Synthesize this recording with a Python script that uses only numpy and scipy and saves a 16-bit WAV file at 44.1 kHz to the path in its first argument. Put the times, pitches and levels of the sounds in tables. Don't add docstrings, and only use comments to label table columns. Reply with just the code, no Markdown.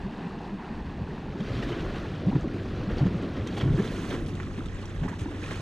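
import sys
import numpy as np
from scipy import signal
from scipy.fft import rfft, irfft, next_fast_len
from scipy.io import wavfile
from scipy.ndimage import uniform_filter1d

SR = 44100
rng = np.random.default_rng(int(sys.argv[2]) if len(sys.argv) > 2 else 0)


def generate_wav(sig):
    pcm = np.round(np.clip(np.atleast_2d(sig).T, -1, 1) * 32767).astype(np.int16)
    wavfile.write(sys.argv[1], SR, pcm)


N = 247401
TIME = np.arange(N) / SR
FFT_SIZE = next_fast_len(N + 8192)
BIN_HZ = np.fft.rfftfreq(FFT_SIZE, 1 / SR)
LEAVE_S, ARRIVE_S = 0.63, 1.45
NEARNESS = np.clip((TIME - LEAVE_S) / (ARRIVE_S - LEAVE_S), 0, 1)

# time in seconds, level in dB.
BOIL_LEVEL = [(1.2, -38), (1.65, -32), (2.15, -34.5), (3.2, -32.5), (4.15, -32.5), (4.75, -38.5),
              (5.1, -38.5), (5.61, -36.5)]
# frequency in Hz, gain in dB.
SPRAY_SPECTRUM = [(1500, -9), (3200, 7), (4200, 3), (5000, -4), (6200, -5.5), (8000, -14.5), (10500, -22.5),
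                  (12500, -22.5), (14500, -44)]
# time in seconds, stereo share from 0 to 1.
STEREO_WIDTH = [(3.37, 0), (3.65, 0.16), (4.1, 0.32), (4.4, 0.4)]


def gain_of(db):
    return 10 ** (np.asarray(db) / 20)


def unit_rms(x):
    return x / np.sqrt(np.mean(x ** 2) + 1e-20)


def over_time(rows):
    return np.interp(TIME, *np.transpose(rows))


def over_bins(rows):
    hz, *columns = np.transpose(rows)
    return [np.interp(np.log(BIN_HZ + 1), np.log(hz), column) for column in columns]


def filtered(x, response):
    return irfft(rfft(x, FFT_SIZE) * response, FFT_SIZE)[:N]


def coloured(x, spectrum):
    return unit_rms(filtered(x, gain_of(over_bins(spectrum)[0])))


def wander(rate_hz):
    return unit_rms(filtered(rng.standard_normal(N), np.exp(-(BIN_HZ / rate_hz) ** 2)))


def hump(middle_s, half_s):
    return np.exp(-0.5 * ((TIME - middle_s) / half_s) ** 2)


def add(mix, start_s, sound):
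    part = mix[max(round(start_s * SR), 0):][:len(sound)]
    part += sound[:len(part)]


def bubble(hz, swell_s, rise):
    age = np.arange(int(10 * swell_s * SR) + 2) / (swell_s * SR)
    pitch = hz * 2 ** (rise * (age - 2))
    return age * np.exp(1 - age) * np.sin(2 * np.pi * np.cumsum(pitch) / SR)


def swarm(low_hz, high_hz, per_s, cycles, spread_db, clump_db, wash, pitches=36):
    out = np.zeros(N)
    for group in np.split(np.geomspace(low_hz, high_hz, pitches), pitches // 6):
        cloud = np.zeros(N)
        for hz in group:
            draw = rng.random(N) * pitches * SR / per_s
            born = draw < 1
            strikes = np.zeros(N)
            strikes[born] = gain_of(-spread_db * np.log(np.maximum(draw[born], 0.02)))
            ring = bubble(hz, cycles * rng.uniform(0.58, 1.27) / hz, rise=rng.uniform(0, 0.093))
            ringing = unit_rms(signal.oaconvolve(strikes, np.diff(ring))[:N])
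            cloud += np.sqrt(hz) * ringing
        out += cloud * gain_of(clump_db * wander(30))
    band = (BIN_HZ > low_hz / 2) & (BIN_HZ < high_hz)
    return unit_rms(out) + wash * unit_rms(filtered(rng.standard_normal(N), band))


def rock_echo(x, t60_s):
    t = np.arange(SR // 4) / SR
    taps = rng.standard_normal(len(t)) * gain_of(-60 * t / t60_s) * (t > 0.003)
    return signal.oaconvolve(x, taps / np.linalg.norm(taps))[:N]


def scattered(x):
    frames = signal.stft(x, nperseg=256, noverlap=192)[2]
    frames = frames * np.exp(2j * np.pi * rng.random(frames.shape))
    return np.std(x) * unit_rms(signal.istft(frames, nperseg=256, noverlap=192)[1][:N])


def microphone_ports(x):
    # frequency in Hz, left and right gain in dB, left lead in radians, likeness from 0 to 1.
    port_response = [(290, -1, -1.5, 0, 1), (437, -7.5, -4, 0.64, 0.98), (645, -7, -5, 2, 0.3),
                     (950, -1, 4, 1.3, 0.3), (1310, -2, 2.5, 2.5, 0.8), (1880, 6.5, 6.5, 2, 0.3),
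                     (2460, 7, 3.5, 1.97, 0.4), (3280, 6, -9.5, 1.27, 0), (4540, 5, -0.5, 2.5, 0.4),
                     (5430, 12, 5, 2.5, 0.6), (6060, 5.5, 11, 1.35, 0.6), (9360, 10.5, 12, 0.2, 0.8),
                     (12400, 2, 1.5, 0.3, 0.6)]
    left_db, right_db, lead, likeness = over_bins(port_response)
    common = filtered(x, np.sqrt((1 + likeness) / 2))
    apart = scattered(filtered(x, np.sqrt((1 - likeness) / 2)))
    left = filtered(common + apart, gain_of(left_db) * np.exp(1j * lead))
    right = filtered(common - apart, gain_of(right_db))
    width = over_time(STEREO_WIDTH)
    return (1 - width) * x + width * np.array([left, right])


def hum(pitch_hz=95.6):
    # time in seconds, level in dB.
    fader = [(1.3, -77), (2.6, -40), (3.9, -43), (4.7, -38.5), (5.6, -40)]
    turns = np.cumsum(pitch_hz + 0.82 * wander(4.8)) / SR
    level = gain_of(over_time(fader) + 0.73 * wander(6.3))
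    return level * np.sqrt(2) * np.sin(2 * np.pi * turns)


def wind(breeze_db=-45, vent_boost_db=2.5, lumps_db=3):
    # frequency in Hz, gain in dB.
    rumble_spectrum = [(12, -15), (24, 13.5), (60, 12.5), (85, 11.5), (130, -6), (300, -61)]
    # middle in seconds, half length in seconds, level in dB.
    gusts = [(0.037, .035, -35.5), (1.02, 0.03, -37), (1.57, 0.087, -35.5), (1.85, 0.076, -32.5),
             (2.45, 0.13, -37.5), (3.01, 0.06, -33), (3.72, 0.079, -35), (5.0, 0.043, -33)]
    common, apart = (coloured(noise, rumble_spectrum) for noise in rng.standard_normal((2, N)))
    deepest = filtered(apart, 1 / (1 + (BIN_HZ / 45) ** 2))
    side = gain_of(1.5) * over_time(STEREO_WIDTH) * deepest
    force = gain_of(breeze_db + vent_boost_db * NEARNESS)
    for middle_s, half_s, db in gusts:
        force = np.hypot(force, gain_of(db) * hump(middle_s, half_s))
    return np.array([common + side, common - side]) * force * gain_of(lumps_db * wander(6.0))


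def far_pool(rush_db=-36.5, heave_db=-45.5):
    # frequency in Hz, gain in dB.
    rush_spectrum = [(40, -32), (100, -10.5), (180, 0.5), (290, -6.5), (400, -10.5), (600, -20),
                     (810, -14.5), (1100, -18.5), (1370, -26), (1700, -21.5), (1950, -24), (2200, -31.5),
                     (2650, -27), (3100, -33), (3700, -34), (4400, -36), (5100, -42.5), (6200, -45.5),
                     (7400, -50), (15000, -70.5)]
    # frequency in Hz, gain in dB.
    heave_spectrum = [(400, -30), (760, 2.5), (1300, -7.5), (3000, -22), (14000, -70)]
    boil = swarm(88.9, 14440, per_s=9000, cycles=1.34, spread_db=1.5, clump_db=2.0, wash=1.0)
    rush = coloured(boil, rush_spectrum) * gain_of(rush_db + wander(6.1))
    heave = coloured(boil[::-1], heave_spectrum) * gain_of(heave_db)
    return rush + heave * hump(middle_s=0.651, half_s=0.045)


def fine_spray(level_db=-73):
    fizz = swarm(7500, 13700, per_s=2500, cycles=3.9, spread_db=-2.0, clump_db=-3.0, wash=0.3, pitches=18)
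    return fizz * gain_of(level_db) * hump(middle_s=4.02, half_s=0.19)


def plinks(count=280, per_s=45, low_hz=750, high_hz=3650, vent_boost_db=5):
    out = np.zeros(N)
    for k, (when, smallness, strength, ring) in enumerate(rng.random((count, 4))):
        octaves = smallness * np.log2(high_hz / low_hz)
        hz = low_hz * 2 ** octaves
        db = -47 + 4 * (2 * strength - 1) - 2.5 * octaves
        swell_s = 2.2 * (0.5 + ring) / hz
        add(out, (k + 2 * when) / per_s, gain_of(db) * bubble(hz, swell_s, rise=0.016))
    boil_db = over_time(BOIL_LEVEL)
    ride_db = 0.15 * (boil_db - boil_db.mean())
    return out * gain_of(ride_db + vent_boost_db * NEARNESS)


def tick(hz, click_cycles=0.8, ring_cycles=4):
    sound = 0.31 * bubble(hz, ring_cycles / hz, rise=0.022)
    add(sound, 0, bubble(hz, click_cycles / hz, rise=0))
    return sound


def droplets(count=420, per_s=85, low_hz=2970, high_hz=10540):
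    # start in seconds, level in dB, pitch in Hz.
    large_drops = [(2.410, -45, 6300), (2.984, -36, 4500), (3.474, -35, 6160), (3.474, -35, 3660),
                   (3.877, -31, 3500), (4.263, -46, 5800), (4.278, -52, 10000), (4.293, -45, 5600),
                   (4.353, -37, 3640), (4.355, -51, 7000), (4.432, -38.5, 3500), (4.593, -38, 3600),
                   (4.659, -36.5, 3600), (4.662, -52, 8000), (4.686, -39, 3300), (4.747, -52, 7500),
                   (4.826, -45, 4200), (4.855, -41, 3300), (4.857, -41.5, 5860), (5.088, -48, 5500),
                   (5.462, -39, 3350)]
    out = np.zeros(N)
    for start_s, db, hz in large_drops:
        add(out, start_s, gain_of(db) * tick(hz))
    for k, (when, smallness, strength) in enumerate(rng.random((count, 3))):
        octaves = smallness * np.log2(high_hz / low_hz)
        db = -51.5 + 8.5 * strength ** 2 - 8.5 * octaves
        add(out, ARRIVE_S + (k + 3 * when) / per_s, gain_of(db) * tick(low_hz * 2 ** octaves))
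    return out + gain_of(-5) * rock_echo(out, t60_s=0.06)


def surface(calm_slosh_db=-49, calm_spray_db=-58, rise_s=0.15):
    # start, hold and sinking time in seconds, slosh and spray in dB.
    surges = [(1.36, 0.28, 0.71, -45, -55), (2.58, 0.68, 1, -50, -61.5), (3.66, 0.31, .08, -44.5, -49.5),
              (5.33, 0.052, 0.16, -44.5, -49.5)]
    # frequency in Hz, gain in dB.
    slosh_spectrum = [(250, 0.5), (500, -1), (700, -2), (880, -5.5), (1100, 1.5), (1400, 0), (1850, -1.5),
                      (2150, -5.5), (2700, -6.5), (3200, -15), (4200, -17), (6000, -25.5), (9000, -43)]
    slosh_gain, spray_gain = gain_of(calm_slosh_db), gain_of(calm_spray_db)
    for start_s, hold_s, sink_s, slosh_db, spray_db in surges:
        height = np.interp(TIME, start_s + np.cumsum([0, rise_s, hold_s, sink_s]), [0, 1, 1, 0])
        slosh_gain = np.hypot(slosh_gain, height * gain_of(slosh_db))
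        spray_gain = np.hypot(spray_gain, height * gain_of(spray_db))
    ripple = wander(25)
    slosh = swarm(401.5, 5870, per_s=1500, cycles=3.02, spread_db=-0.5, clump_db=0.0, wash=1.0)
    spray = swarm(2520, 15100, per_s=2200, cycles=3.4, spread_db=-1.0, clump_db=0.3, wash=1.0)
    return (coloured(slosh, slosh_spectrum) * slosh_gain * gain_of(0.6 * ripple)
            + coloured(spray, SPRAY_SPECTRUM) * spray_gain * gain_of(0.9 * ripple))


def spatter(count=60, per_s=12, slap_db=-52, drops_db=-62.5, spread_db=2.5, swell_s=0.004):
    when, slap, drops = rng.uniform(-0.98, 1, (count, 3)).T
    times = ARRIVE_S + (np.arange(count) + 0.75 * when) / per_s
    return list(zip(times, slap_db + spread_db * slap, drops_db + spread_db * drops, [swell_s] * count))


def splashes():
    # time in seconds, slap level in dB, droplet level in dB, swell time in seconds.
    slaps = [(1.400, -41, -54.5, 0.0078), (1.55, -55, -52.5, 0.026), (1.623, -45, -53, 0.0083),
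             (1.68, -40, -52, 0.016), (1.717, -37, -62, 0.0045), (1.78, -41, -61, 0.017),
             (1.945, -40, -58, 0.015), (2.349, -43.5, -64, 0.0087), (2.89, -36, -67, 0.014),
             (2.968, -41, -54, 0.021), (3.205, -45, -58, 0.02), (3.35, -44, -59, 0.027),
             (3.467, -42, -53, 0.006), (3.5, -58, -55, 0.029), (3.567, -35.5, -47.5, 0.013),
             (3.602, -35.5, -51.5, .01), (3.776, -33, -58, .014), (3.835, -42, -59, 0.013),
             (4.098, -41, -50, 0.015), (4.125, -38, -55, 0.02), (4.262, -55, -50, 0.0054),
             (4.284, -43, -55, 0.0063), (4.352, -50, -53, .002), (4.578, -42, -62, .007),
             (4.659, -51, -55, 0.0024), (4.822, -45, -59, .006), (5.026, -37, -61, 0.017),
             (5.084, -42, -55, 0.0084), (5.19, -46, -49.5, 0.0065), (5.206, -49, -57, 0.0079),
             (5.3, -44, -66, .02), (5.42, -42.5, -70, 0.016), (5.508, -33, -48.5, 0.0072),
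             (5.555, -48, -53, 0.0037)]
    # frequency in Hz, gain in dB.
    slap_spectrum = [(150, -6), (380, 17.5), (600, 5.5), (1000, 1), (1800, -1.5), (2300, -10.5),
                     (3300, -13.5), (4500, -41), (8000, -57)]
    slap_gain, drops_gain = np.zeros((2, N))
    t = np.arange(SR // 8) / SR
    for time_s, slap_db, drops_db, swell_s in list(slaps) + spatter():
        age = t / swell_s
        burst = np.exp(-(age - 2) ** 2)
        shower = 0.3 * (age / 4) ** 2 * np.exp(2 - age / 2)
        add(slap_gain, time_s - swell_s, gain_of(slap_db) * (burst + shower))
        add(drops_gain, time_s - swell_s, gain_of(drops_db) * (burst + shower))
    grains = swarm(297.2, 14650, per_s=11000, cycles=2.1, spread_db=1.0, clump_db=1.5, wash=0.34,
                   pitches=24)
    return slap_gain * coloured(grains, slap_spectrum) + drops_gain * coloured(grains, SPRAY_SPECTRUM)


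def plips_and_snaps():
    # start in seconds, peak in dB, pitch in Hz, swell time in seconds.
    plips = [(0.307, -37, 1150, 0.0017), (1.624, -40, 2720, 0.0019), (1.627, -34, 1860, .002),
             (1.727, -37.5, 3030, 0.0018), (1.946, -42, 2720, 0.0012), (2.313, -34, 784, 0.0024),
             (2.326, -33.5, 954, 0.0019), (3.478, -47, 3250, 0.0056), (3.568, -40, 3350, .003),
             (3.6, -34, 3380, .0013), (3.611, -31, 3260, 0.0013), (3.611, -32, 1356, 0.0015),
             (3.62, -36.5, 2320, 0.0016), (3.786, -37.5, 1710, 0.0048), (3.85, -36.5, 1610, .002),
             (4.105, -38, 3300, .003), (4.432, -36.5, 1300, .0014), (4.606, -34.5, 1290, .0016),
             (4.66, -41, 1280, .0016), (4.725, -41, 1980, 0.0018), (5.034, -40, 1720, 0.0019),
             (5.057, -36, 840, 0.004), (5.079, -33.5, 1006, 0.0026), (5.128, -34, 936, 0.0029),
             (5.138, -40, 1750, .0012), (5.256, -37.5, 900, 0.0028), (5.425, -36, 1590, 0.0021),
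             (5.439, -31, 2460, 0.0011), (5.542, -38, 2410, .0016)]
    # start in seconds, peak in dB, pitch in Hz.
    snaps = [(2.356, -28, 1380), (2.893, -35, 1600), (4.4005, -24.5, 1730), (4.4025, -25, 1440),
             (4.406, -29, 1700), (5.0857, -26.5, 1250), (5.51, -23.5, 1900), (5.558, -31, 2000)]
    out = np.zeros(N)
    for start_s, db, hz, swell_s in plips:
        add(out, start_s, gain_of(db) * bubble(hz, swell_s, rise=0.018))
    for start_s, db, hz in snaps:
        add(out, start_s, gain_of(db) * bubble(hz, swell_s=0.00026, rise=0))
    return out


def churn():
    # frequency in Hz, gain in dB.
    churn_spectrum = [(40, -11), (75, -0.5), (120, 0), (190, -2), (270, -4), (380, -5.5), (470, -12),
                      (600, -15.5), (800, -21), (1300, -55)]
    boil = swarm(92.8, 922, per_s=1300, cycles=0.8, spread_db=2.0, clump_db=2.5, wash=0.54)
    return coloured(boil, churn_spectrum) * gain_of(over_time(BOIL_LEVEL))


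def gurgle(gulp_power, relative_db=-9.5):
    # frequency in Hz, gain in dB.
    gurgle_spectrum = [(60, -24), (130, 0.5), (230, 0), (380, -5.5), (520, -20.5), (1000, -21), (2500, -82)]
    stir = np.sqrt(abs(uniform_filter1d(gulp_power, size=700)))
    return gain_of(relative_db) * stir * coloured(rng.standard_normal(N), gurgle_spectrum)


def gulps(wobble=0.2, trim_db=-1.7):
    # loudest moment in seconds, level in dB before the trim, pitch in Hz,
    # swell time in seconds, glide in octaves per second.
    gulps_and_thumps = [(.066, -24.5, 195, .016, 1.5), (.535, -27.5, 195.1, 0.02, -0.5),
                        (.715, -29, 203, .012, -8), (1.021, -20, 124.6, 0.007, -50),
                        (1.412, -21, 187, 0.01115, 20.5), (1.522, -25, 100, .01, -1.5),
                        (1.588, -18.5, 168, 0.0038, -18), (1.72, -28, 349, .022, 1),
                        (2.271, -19.5, 139, .007, 15), (2.290, -16, 193.4, .014, 10.5),
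                        (2.332, -22, 264.4, 0.013, 5.5), (2.362, -12.5, 160, .008, 0.5),
                        (2.364, -16.5, 319, .004, -9), (2.453, -23, 312, 0.0096, -1.5),
                        (2.887, -23.5, 196.3, .014, 18.5), (3.015, -15, 127, 0.0069, 18),
                        (3.033, -15, 142.7, 0.0111, -0.5), (3.062, -13, 176.3, 0.00784, 23.5),
                        (3.077, -21.5, 166, 0.00785, 21), (3.151, -24, 171.7, .014, -9),
                        (3.637, -13, 124, 0.00584, -14), (3.665, -18, 117, .014, 18.5),
                        (3.7, -23, 82, .025, 0), (3.685, -15.5, 115, 0.00875, 16),
                        (3.712, -14, 132, 0.00796, 27), (3.737, -18, 151, 0.00897, 20),
                        (3.752, -14, 134, 0.0072, 5), (3.792, -19.5, 370.5, 0.016, 17),
                        (3.8, -14.5, 180, 0.0076, -9), (4.582, -23, 178, 0.0061, 1),
                        (5.024, -19.5, 148, 0.01015, -11), (5.053, -23.5, 178.7, 0.017, 1),
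                        (5.055, -30, 255, .012, 4.5), (5.116, -27.5, 192, 0.00914, 8),
                        (5.225, -24.5, 106, .008, 2), (5.264, -25.5, 305, 0.0061, -2)]
    notes, power = np.zeros((2, N))
    for peak_s, db, hz, swell_s, glide in gulps_and_thumps:
        t = np.arange(-3 * swell_s, 3 * swell_s, 1 / SR)
        turns = np.cumsum(hz * 2 ** (glide * t)) / SR
        note = gain_of(db) * np.exp(-(t / swell_s) ** 2) * np.sin(2 * np.pi * turns)
        add(notes, peak_s - 3 * swell_s, note)
        add(power, peak_s - 3 * swell_s, note ** 2)
    return gurgle(power) + notes * (1 + wobble * np.tanh(wander(200))) * gain_of(trim_db)


def throat(echo_db=-12):
    direct = gulps() + plips_and_snaps()
    return direct + gain_of(echo_db) * rock_echo(direct, t60_s=0.34)


def scene():
    vent = churn() + NEARNESS * surface() + fine_spray() + hum()
    bed = np.sqrt(1 - NEARNESS) * far_pool() + np.sqrt(NEARNESS) * vent
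    water = bed + plinks() + throat() + splashes() + droplets()
    return microphone_ports(water) + wind()


def record(dry):
    low_pass = signal.firwin(511, cutoff=14700, window=("kaiser", 9), fs=SR)
    return signal.oaconvolve(dry, low_pass[None], "same")


dry = scene()
out = record(dry)
generate_wav(out)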